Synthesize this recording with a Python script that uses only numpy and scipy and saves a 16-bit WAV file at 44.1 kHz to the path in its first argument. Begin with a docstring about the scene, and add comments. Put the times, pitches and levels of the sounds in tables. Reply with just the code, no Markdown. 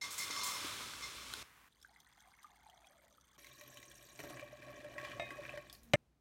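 """Dry grains run from a bag into a big glass jar, ringing the glass until the heap muffles them to a hiss.
They thin to a trickle. A kettle fills a measuring cup with splashes and ringing bubbles. The cup is
emptied into the jar, first in a thin stream, then in gulps that sound the air inside, and clinks on the
rim. Last drips fall, and a sharp knock on the jar is cut short, leaving the low rumble of the kitchen."""
import sys
import numpy as np
from scipy import signal
from scipy.fft import rfft, irfft
from scipy.io import wavfile
from scipy.ndimage import uniform_filter1d

SR = 44100
rng = np.random.default_rng(int(sys.argv[2]) if len(sys.argv) > 2 else 0)


def wrap_up_sound(samples):
    """Save the sound to the file named by the first command line argument, as 16-bit audio."""
    columns = np.atleast_2d(samples).T
    # keep every value between -1 and 1, then stretch to whole-number steps
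    tamed = np.clip(columns, -1, 1)
    steps = np.round(tamed * 32767).astype(np.int16)
    wavfile.write(sys.argv[1], SR, steps)


N = 273464
T = np.arange(N) / SR

# the deep boom and the middle notes of the air in the jar: pitch_hz, width_hz, gain_db
JAR_BOOM = [(130.2, 8.7, -0.5), (198.3, 200, -21.5), (272.6, 42, -16), (328, 36, -11), (356.5, 50, -23)]
JAR_AIR = [(587, 27, 0), (690, 30, -13), (1114, 24, -8)]
# notes of the glass jar with water in it: pitch_hz, level_db, decay_s
JAR_GLASS = [(1250, -10, 0.098), (1762, -5, .2), (2117, -2.5, .25), (2360, -1, 0.059), (2940, -15, 0.097),
             (5060, -15.5, 0.018), (5870, -21.5, .12), (5950, -12, 0.033), (8070, -20, 0.14)]
# tone of a hard hit on the glass: pitch_hz, gain_db
CRACK_TONE = [(300, -1.5), (650, -4.5), (1000, -0.5), (1400, -3), (2000, 0), (2900, 1.5), (3900, -6.5),
              (4500, -18.5), (5100, -14), (5600, -20), (6200, -17.5), (7000, -19), (8200, -22.5),
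              (10000, -29.5), (16000, -29.5)]


def amp(db):
    """Turn decibels into a gain."""
    return 10 ** (np.asarray(db) / 20)


def rms_one(x):
    """Scale a sound to an average (rms) level of 1."""
    return x / np.sqrt(np.mean(x ** 2) + 1e-20)


def at_peak(db, x):
    """Scale a sound so that its peak is at db."""
    return amp(db) * x / np.max(np.abs(x))


def curve(rows):
    """A gain that follows (time_s, level_db) points and is silent outside them."""
    times, levels = np.transpose(rows)
    return amp(np.interp(T, times, levels, left=-200, right=-200))


def swells(rows, attack_s, release_s):
    """A gain that rises, holds and fades for each (start_s, length_s, level_db) row."""
    out = np.zeros(N)
    for start, length, db in rows:
        rising = np.clip((T - start) / attack_s, 0, 1)
        out += amp(db) * rising * np.exp(-np.maximum(T - start - length, 0) / release_s)
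    return out


def even(x, window_s=0.094):
    """Hold the running level near 1, so that a gain curve alone sets the loudness."""
    size = int(window_s * SR)
    power = np.abs(uniform_filter1d(uniform_filter1d(x ** 2, size), size))
    return x / np.sqrt(power + 1e-5 * np.mean(x ** 2))


def add(out, start_s, sound):
    """Mix a short sound in at start_s."""
    at = int(np.clip(start_s * SR, 0, N - 1))
    out[at:at + len(sound)] += sound[:N - at]


def colour(x, tone, size=8192):
    """Filter a sound to follow a tone curve of (pitch_hz, gain_db) points."""
    hz, db = np.transpose(tone)
    log_hz = np.log(np.maximum(np.fft.rfftfreq(size, 1 / SR), 1))
    beyond = np.abs(log_hz - np.clip(log_hz, np.log(hz[0]), np.log(hz[-1])))
    log_gain = np.log(amp(np.interp(log_hz, np.log(hz), db))) - 2 * np.minimum(beyond, 2)
    cepstrum = irfft(log_gain)
    cepstrum[1:size // 2] *= 2   # minimum phase: nothing rings before the hit
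    cepstrum[size // 2 + 1:] = 0
    return signal.fftconvolve(x, irfft(np.exp(rfft(cepstrum))))[:len(x)]


def resonate(x, notes):
    """Let a sound ring a set of (pitch_hz, width_hz, gain_db) resonances."""
    out = 0
    for hz, width, db in notes:
        r = np.exp(-np.pi * width / SR)
        feedback = [1, -2 * r * np.cos(2 * np.pi * hz / SR), r * r]
        out = out + amp(db) * (1 - r * r) / 2 * signal.lfilter([1, 0, -1], feedback, x + 1e-18)
    return out


def fade(decay_s):
    """A gain that falls by 60 dB in decay_s."""
    return np.exp(-np.log(1000) * T[:int(1.3 * decay_s * SR) + 2] / decay_s)


def burst(decay_s):
    """A puff of noise that dies away."""
    shape = fade(decay_s)[:SR // 2]
    return rng.standard_normal(SR // 2) * np.pad(shape, (0, SR // 2 - len(shape)))


def thud(decay_s):
    """A single push: the longer it lasts, the duller it sounds."""
    return np.exp(-np.log(1000) * T[:SR // 2] / decay_s)


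def struck(notes):
    """A struck object rings with fading (pitch_hz, level_db, decay_s) notes."""
    t, out = T[:SR], np.zeros(SR)
    for k, (hz, db, decay_s) in enumerate(notes):
        out += (-1) ** k * amp(db) * np.sin(2 * np.pi * hz * t) * np.exp(-np.log(1000) * t / decay_s)
    return out


def impacts(per_s, spread_db):
    """A hail of tiny hits of uneven strength."""
    hits = rng.random(N) < per_s / SR
    strength = amp(spread_db * np.minimum(rng.exponential(1, N), 4))
    return hits * strength * rng.choice([-1, 1], N)


def spatter(per_s, spread_db, decay_s):
    """Droplets burst at random, each a short puff of noise."""
    power = signal.fftconvolve(impacts(per_s, spread_db) ** 2, fade(decay_s) ** 2)[:N]
    return np.sqrt(np.abs(power)) * rng.standard_normal(N)


def bubble(hz, cycles, rise, swell=1.7):
    """A new bubble swells in a cycle or two and rings, its pitch rising as it nears the surface."""
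    shape = fade(cycles / hz)
    turns = hz * T[:len(shape)]
    onset = 1 - np.exp(-(turns / swell) ** 2)
    return shape * onset * np.sin(2 * np.pi * turns * (1 + rise * turns / (2 * cycles)))


def bubbles(stream, low_hz, high_hz, cycles, rise, spread_db, count):
    """Bubbles of all sizes form at random while the stream runs."""
    out = np.zeros(N)
    start, end = stream[0][0] - .1, stream[-1][0] + .1
    for when, pitch, size, sign in rng.random((count, 4)):
        hz = low_hz * (high_hz / low_hz) ** pitch
        strength = hz * amp(-spread_db * np.log(max(size, .05))) * np.sign(sign - .5)
        add(out, start + when * (end - start), strength * bubble(hz, cycles, rise))
    return out


def echoes(x, decay_s, echo_db):
    """Hard walls add a dense tail of echoes to a sound."""
    tail = burst(decay_s) * (1 - np.exp(-T[:SR // 2] / 0.00043))
    return x + amp(echo_db) * signal.fftconvolve(x, tail / np.linalg.norm(tail))[:N]


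def room():
    """The kitchen rumbles quietly; a faint low hum swells around the last drips."""
    # tone of the rumble: pitch_hz, gain_db
    rumble_tone = [(25, -21), (45, -5), (58, 6.5), (80, -8.5), (130, -7), (250, -8.5), (500, -17),
                   (1000, -23), (3000, -30.5), (8000, -36.5), (16000, -42.5)]
    # its loudness: time_s, level_db
    rumble_level = [(0, -75.5), (0.9, -68.5), (1.425, -63.5), (1.45, -77), (3.3, -76), (5.9, -66),
                    (6.0, -73), (6.21, -77)]
    rumble = curve(rumble_level) * rms_one(colour(rng.standard_normal(N), rumble_tone))
    hum = curve([(5.78, -83), (5.83, -68.5), (5.93, -59)]) * np.sin(2 * np.pi * 231 * T)
    return rumble + hum


def drips():
    """The last drops plink in the jar; those that snap against the glass leave a thin sizzle."""
    # falling drops: start_s, plink_db, pitch_hz, snap_db
    drops = [(5.698, -41.5, 3325, -73), (5.728, -45, 4790, -41), (5.749, -50.5, 4340, -67),
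             (5.833, -62, 7060, -51.5)]
    plinks, snaps = np.zeros((2, N))
    for start, db, hz, snap_db in drops:
        add(plinks, start, at_peak(db, resonate(burst(0.023), [(hz, 1100, 0)])))
        snap = burst(0.0064) + amp(-13.5) * burst(0.2)
        add(snaps, start, at_peak(snap_db, resonate(snap, [(12500, 6000, 0)])))
    return snaps + echoes(plinks, decay_s=0.15, echo_db=-7)


def clink():
    """The cup touches the rim and bounces once; both glasses ring."""
    # notes of the cup: pitch_hz, level_db, decay_s
    cup_glass = [(677, 10, 0.089), (2510, -4.5, 0.78), (3744, -1, 0.31)]
    # the touch and the bounce: start_s, gain_db
    touches = [(5.197, 2.5), (5.222, -8)]
    out = np.zeros(N)
    for start, db in touches:
        add(out, start, amp(db - 48) * struck(cup_glass) + amp(db - 46) * struck(JAR_GLASS))
        add(out, start, at_peak(db - 42, colour(burst(0.049), CRACK_TONE)))
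        add(out, start, at_peak(db - 40, resonate(thud(0.001), JAR_BOOM + JAR_AIR)))
    return out


def knock(start_s=5.935):
    """A hard hit cracks on the glass; a moment later the whole jar heaves and its air booms."""
    # tone of the heaving jar: pitch_hz, gain_db
    thump_tone = [(30, -40.5), (50, -12), (80, -14), (128, 1.5), (160, -8), (200, -5.5), (255, -17),
                  (325, -7.5), (430, -14)]
    out = np.zeros(N)
    add(out, start_s, at_peak(-16.5, colour(burst(0.034), CRACK_TONE)))
    add(out, start_s, amp(-27.5) * struck(JAR_GLASS))
    add(out, start_s + 0.0037, amp(-16.5) * struck([(594, 0.0048, 0.07)]))
    add(out, start_s + 0.0042, at_peak(-19.5, colour(thud(0.0011), thump_tone)))
    return out


def gurgle(scatter, cycles, count):
    """A cloud of bubbles in the cup hums lower as the water deepens."""
    # note of the cloud: time_s, pitch_hz
    cloud_pitch = [(1.9, 773), (2.55, 814), (2.8, 754), (3.0, 600), (3.36, 533)]
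    times, pitches = np.transpose(cloud_pitch)
    out = np.zeros(N)
    for when, detune, size in rng.random((count, 3)):
        start = times[0] - .1 + when * (times[-1] - times[0] + .1)
        hz = np.interp(start, times, pitches) * np.exp(scatter * (2 * detune - 1))
        add(out, start, (.5 + size) * bubble(hz, cycles, rise=0.067))
    return even(out)


def kettle_into_cup():
    """Water from the kettle splatters in the cup and traps air as ringing bubbles."""
    # flow from the kettle: time_s, gain_db
    stream = [(1.69, -16), (1.8, -6), (1.95, -3.5), (2.25, 1.5), (2.7, -1.5), (3.05, -1.5), (3.2, -8),
              (3.37, -0.5)]
    # tones of the low bubbling and the fine spray: pitch_hz, gain_db
    bubbling_tone = [(290, -33), (500, -36), (712, -21), (782, -8.5), (1070, -6.5), (1550, -7),
                     (2180, -7.5), (2680, -22), (2800, -15), (3640, -70), (6160, -120)]
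    spray_tone = [(2000, -24), (2700, -17.5), (3200, 3), (3700, -0.5), (4200, -5.5), (5400, -6.5),
                  (6300, -4.5), (7700, -9), (8800, -3.5), (10400, -15), (12000, -9), (16000, -17)]
    # the stream drags a cloud of bubbles under: start_s, length_s, level_db
    plunges = [(1.88, 0.02, -72), (2.17, 0.079, -74), (2.45, 0.095, -72), (2.63, 0.15, -69.5),
               (2.84, 0.25, -75)]
    # the loudest single bubbles: start_s, gain_db, pitch_hz
    loud_bubbles = [(1.8147, -53, 5100), (1.827, -47.5, 5400), (1.847, -44.5, 1540), (1.961, -49, 1990),
                    (2.002, -49, 6100), (2.066, -51, 1820), (2.2043, -49.5, 6100), (2.273, -53.5, 750),
                    (2.338, -53, 2120), (2.388, -53, 2120), (2.4303, -48, 9200), (2.4435, -45.5, 1180),
                    (2.661, -49.5, 828), (2.698, -49.5, 3040), (2.844, -50, 2340), (2.87, -57, 755),
                    (2.8697, -49, 3224), (3.126, -54.5, 6050), (3.181, -56, 1250), (3.2111, -53.5, 6050)]
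    flow = curve(stream)
    splatter = even(spatter(per_s=220, spread_db=1, decay_s=0.017), window_s=0.16)
    low = even(bubbles(stream, 623, 2820, cycles=40, rise=0.12, spread_db=2, count=700))
    high = even(bubbles(stream, 2470, 14900, cycles=36, rise=0.06, spread_db=9.5, count=1700))
    spray = echoes(high + amp(1) * splatter, decay_s=0.0085, echo_db=-11)
    out = amp(-72) * flow * even(colour(low + amp(2) * splatter, bubbling_tone))
    out += amp(-74.5) * flow ** 0.33 * even(colour(spray, spray_tone), window_s=0.44)
    out += swells(plunges, attack_s=0.0083, release_s=0.093) * gurgle(scatter=0.14, cycles=40, count=230)
    plops = np.zeros(N)
    for start, db, hz in loud_bubbles:
        if hz < 2800:   # big bubbles plop, small ones mostly tick
            add(plops, start, at_peak(db - 5.5, bubble(hz, cycles=63, rise=0.24, swell=0.83)))
            add(plops, start, at_peak(db - 15, colour(burst(0.012), bubbling_tone)))
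        else:
            add(plops, start, at_peak(db - 6, bubble(hz, cycles=57, rise=0.08, swell=1.5)))
            add(plops, start, at_peak(db - 5, colour(burst(0.02), spray_tone)))
    return out + echoes(plops, decay_s=0.025, echo_db=-5)


def pool(time_s, start_s=4.3, forms_s=0.12):
    """How far a pool of water covers the grain and cushions the spatter, from 0 to 1."""
    return np.clip((time_s - start_s) / forms_s, 0, 1)


def gulps():
    """Gulps of air go under as big bubbles that ring the air in the jar."""
    # each gulp: start_s, gain_db
    glugs = [(3.612, -55.5), (4.192, -73), (4.424, -46.5), (4.527, -44), (4.673, -47), (4.846, -40),
             (4.961, -41.5), (5.03, -40), (5.215, -40), (5.386, -39.5), (5.537, -38.5), (5.573, -42.5)]
    glug = np.pad(bubble(583, cycles=32, rise=0.17, swell=1.0), (0, SR // 4))
    out = np.zeros(N)
    for start, db in glugs:
        add(out, start, at_peak(db - 5, glug) + at_peak(db - 10, resonate(glug, JAR_AIR)))
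    return out


def cup_into_jar():
    """Water spatters on the wet grain, then plunges; drops and bubbles sound the air in the jar."""
    # a thin stream, a gush, the last dribble: time_s, gain_db
    stream = [(3.38, -7.5), (3.41, -14), (3.62, -10), (3.68, -6.5), (3.86, -11.5), (4.18, -11.5), (4.2, -1),
              (4.4, 3.5), (4.55, -5.5), (4.7, 2), (4.9, -0.5), (5.06, 4.5), (5.34, 3.5), (5.59, 2.5),
              (5.63, -7), (5.74, -11), (5.8, -30), (5.93, -29)]
    # high notes of the air under the jar's neck: pitch_hz, width_hz, gain_db
    neck_notes = [(1097, 46, 5.5), (1340, 80, -6), (1666, 120, 3.5), (1840, 120, 6), (1990, 32, -1.5),
                  (2333, 57, 8), (2430, 84, -16.5), (2950, 18, 3.5), (3300, 150, -25.5)]
    # tone of the spray: pitch_hz, gain_db
    spray_tone = [(2000, -11), (3200, -7), (4200, -7.5), (4900, -12.5), (5700, -4.5), (7200, -7.5),
                  (7800, -11), (9000, -10.5), (10300, -15.5), (12000, -11), (16000, -15)]
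    # the stream digs into the pool and froths: start_s, length_s, level_db
    froths = [(4.365, 0.045, -71), (4.985, 0.14, -52), (5.42, 0.13, -59)]
    # the gush slaps the wet mound: start_s, level_db
    slaps = [(4.191, -44), (4.237, -43), (4.267, -50), (4.301, -44)]
    # the loudest splashes: start_s, gain_db, pitch_hz
    splashes = [(3.392, -55.5, 2260), (3.4447, -49, 2140), (3.469, -50, 2190), (3.4972, -57, 1750),
                (3.511, -73, 1810), (3.611, -46, 1860), (3.7717, -45.5, 3050), (3.8277, -48.5, 1980),
                (3.9143, -48.5, 3400), (4.191, -44.5, 2290), (4.202, -42.5, 1850), (4.2979, -49.5, 1860),
                (4.37, -45, 1775), (4.3956, -39.5, 2340), (4.6221, -51.5, 2320), (4.8451, -46, 1800),
                (4.9813, -34.5, 1900), (5.013, -45, 1760), (5.049, -35, 1780), (5.1161, -44.5, 2400),
                (5.306, -37.5, 1940), (5.4516, -39, 2460), (5.493, -39.5, 2550), (5.5751, -38.5, 1830)]
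    flow = curve(stream)
    froth = swells(froths, attack_s=0.0071, release_s=0.014)
    wash = even(spatter(per_s=1300, spread_db=3.5, decay_s=0.012), window_s=0.12)   # the stream itself
    droplets = even(spatter(per_s=870, spread_db=7, decay_s=0.018), window_s=0.1)
    churn = bubbles(stream, 69, 492, cycles=1.6, rise=0.069, spread_db=1.5, count=800)
    large = even(bubbles(stream, 503, 1316, cycles=15, rise=0.3, spread_db=4.5, count=900))
    middle = even(bubbles(stream, 930, 3830, cycles=44, rise=0.098, spread_db=6.5, count=1700))
    small = even(bubbles(stream, 2960, 13800, cycles=20, rise=0.07, spread_db=9.5, count=3000))
    neck = even(resonate(middle + amp(11) * wash, neck_notes))
    spray = echoes(small + amp(-0.5) * droplets, decay_s=0.035, echo_db=1)
    out = amp(-60 - 2 * pool(T)) * flow ** 0.9 * even(resonate(churn, JAR_BOOM))
    out += amp(-59.5) * flow * even(resonate(large + amp(8) * wash, JAR_AIR))
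    out += (amp(-61) * flow ** 0.63 + amp(-7) * froth) * neck
    out += amp(-61.5 - 10 * pool(T)) * flow ** 0.26 * even(colour(spray, spray_tone))
    drops = np.zeros(N)
    for start, db in slaps:
        slap = resonate(burst(0.084), [(129, 47, 9.5), (304, 99, 10), (536, 120, -8)])
        add(drops, start, at_peak(db, slap))
    for start, db, hz in splashes:
        add(drops, start, at_peak(db - 1, bubble(hz, cycles=44, rise=0.02, swell=0.83)))
        add(drops, start, at_peak(db - 2.5, resonate(burst(0.014), neck_notes)))
        add(drops, start, at_peak(db - 0.5 - 25 * pool(start), colour(burst(0.025), spray_tone)))
    return out + echoes(drops, decay_s=0.061, echo_db=-3)


def trickle():
    """The last grains fall as a faint hail of tiny hits."""
    # tone of the trickle: pitch_hz, gain_db
    tone = [(59, -34), (100, -4), (202, -14), (239, -14), (524, -14), (634, -15), (1080, -4), (2000, -5),
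            (4470, -18), (16000, -21)]
    # its loudness: time_s, level_db
    level = [(1.428, -64), (1.5, -64.5), (1.688, -66.5)]
    return curve(level) * rms_one(colour(impacts(per_s=9000, spread_db=2.5), tone))


def grains(stop_s=1.428):
    """Grains ring the bare glass in surges; the growing heap muffles them into a hiss."""
    # flow from the bag, and how hard it rings bare glass: time_s, gain_db
    stream = [(0.012, -13), (0.04, -6), (0.14, -8.5), (0.21, -5), (0.55, -2.5), (0.66, -0.5), (0.97, -7),
              (1.06, -6.5), (1.24, -7.5), (1.46, -6)]
    bare_glass = [(0.012, -19), (0.33, -15.5), (0.37, -3.5), (0.52, -5.5), (0.75, -21.5), (1.1, -19.5),
                  (1.46, -29)]
    # tones of the hissing heap and the low patter: pitch_hz, gain_db
    heap_tone = [(410, -52), (700, -55.5), (757, -8), (1110, 4.5), (1540, 2), (1870, -3), (2100, 3),
                 (2880, -1), (3410, 3), (4920, -2.5), (5470, -3), (8760, -6.5), (14400, -16),
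                 (16000, -16.5)]
    patter_tone = [(50, -12), (90, 3), (125, 1), (200, -3.5), (350, -1.5), (600, -2.5), (800, -17),
                   (1200, -32)]
    # base, wall and high notes of the dry jar: pitch_hz, width_hz, gain_db
    base_notes = [(1002, 16, -4), (1128, 20, 0), (1176, 25, -5)]
    wall_notes = [(2090, 20, -4), (2115, 24, 0), (2398, 14, -13)]
    high_notes = [(3543, 16, 0), (3816, 25, -7), (4108, 14, 0), (4338, 11, -9), (4510, 110, -11),
                  (5272, 32, -2), (5337, 30, -3), (5808, 30, -10), (5846, 18, -9), (6223, 45, -10),
                  (6520, 130, -14), (7030, 30, -13), (8545, 18, -12)]
    # clumps spray the wall, and fine grains skitter over it: start_s, length_s, gain_db
    surges = [(0.012, 0.038, -43), (0.18, 0.055, -43.5), (0.303, 0.006, -39.5), (1.02, 0.035, -48.5)]
    skitters = [(0.105, 0.017, -48.5), (0.177, 0.012, -44.5), (0.432, 0.008, -41), (0.467, 0.0074, -59)]
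    # coarse pieces hit the jar, and the bag is nudged: start_s, level_db
    pieces = [(0.364, -31), (0.414, -30.5), (0.469, -41), (0.936, -35), (1.3376, -25)]
    nudges = [(0.300, -42), (0.645, -39), (0.807, -45), (1.423, -49.5)]
    flow, bare = curve(stream), curve(bare_glass)
    surge = swells(surges, attack_s=0.0034, release_s=0.019)
    skitter = swells(skitters, attack_s=0.0043, release_s=0.048)
    hail = impacts(per_s=9000, spread_db=2.5)
    heavy = impacts(per_s=2500, spread_db=0)   # the grains that make the glass ring
    out = amp(-44) * flow * even(colour(hail, heap_tone))
    out += skitter * even(colour(hail, [(4000, 2), (7500, 7.5), (11000, 0), (16000, -3.5)]))
    out += amp(-57) * flow ** 0.93 * even(colour(impacts(per_s=2700, spread_db=2.5), patter_tone))
    out += (amp(-43) * bare + amp(-21.5) * surge) * even(resonate(heavy, base_notes), window_s=0.16)
    out += (amp(-48.5) * bare + amp(-5) * surge) * even(resonate(heavy, wall_notes), window_s=0.11)
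    out += (amp(-41) * bare ** 0.94 + amp(-4) * surge) * even(resonate(heavy, high_notes), window_s=0.15)
    for start, db in pieces:
        tick = resonate(burst(0.008), [(1510, 280, 12), (3040, 860, 4.5), (5170, 930, -58)])
        add(out, start, at_peak(db, tick))
    # each nudge shakes a clump loose and makes a soft bump
    clumps = swells([(start, 0.035, -50) for start, _ in nudges], attack_s=0.011, release_s=0.0081)
    out += clumps * even(colour(impacts(per_s=5400, spread_db=4.5), heap_tone))
    for start, db in nudges:
        add(out, start, at_peak(db, resonate(burst(0.049), [(296, 180, 0)])))
    return out * (T < stop_s)


def scene():
    """All the sources echo in a small kitchen, over its low rumble."""
    sources = grains() + trickle() + kettle_into_cup() + cup_into_jar() + gulps()
    sources += drips() + clink() + knock()
    cut_short = np.clip((5.958 - T) / 0.00077, 0, 1)   # the knock and its echoes stop dead
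    return (echoes(sources, decay_s=0.39, echo_db=-14) * cut_short + room())[None]


def record(dry):
    """The very highest treble is cut off steeply."""
    cutoff_hz = 15900
    return signal.sosfilt(signal.ellip(10, .2, 80, cutoff_hz, fs=SR, output="sos"), dry)


dry = scene()
out = record(dry)
wrap_up_sound(out)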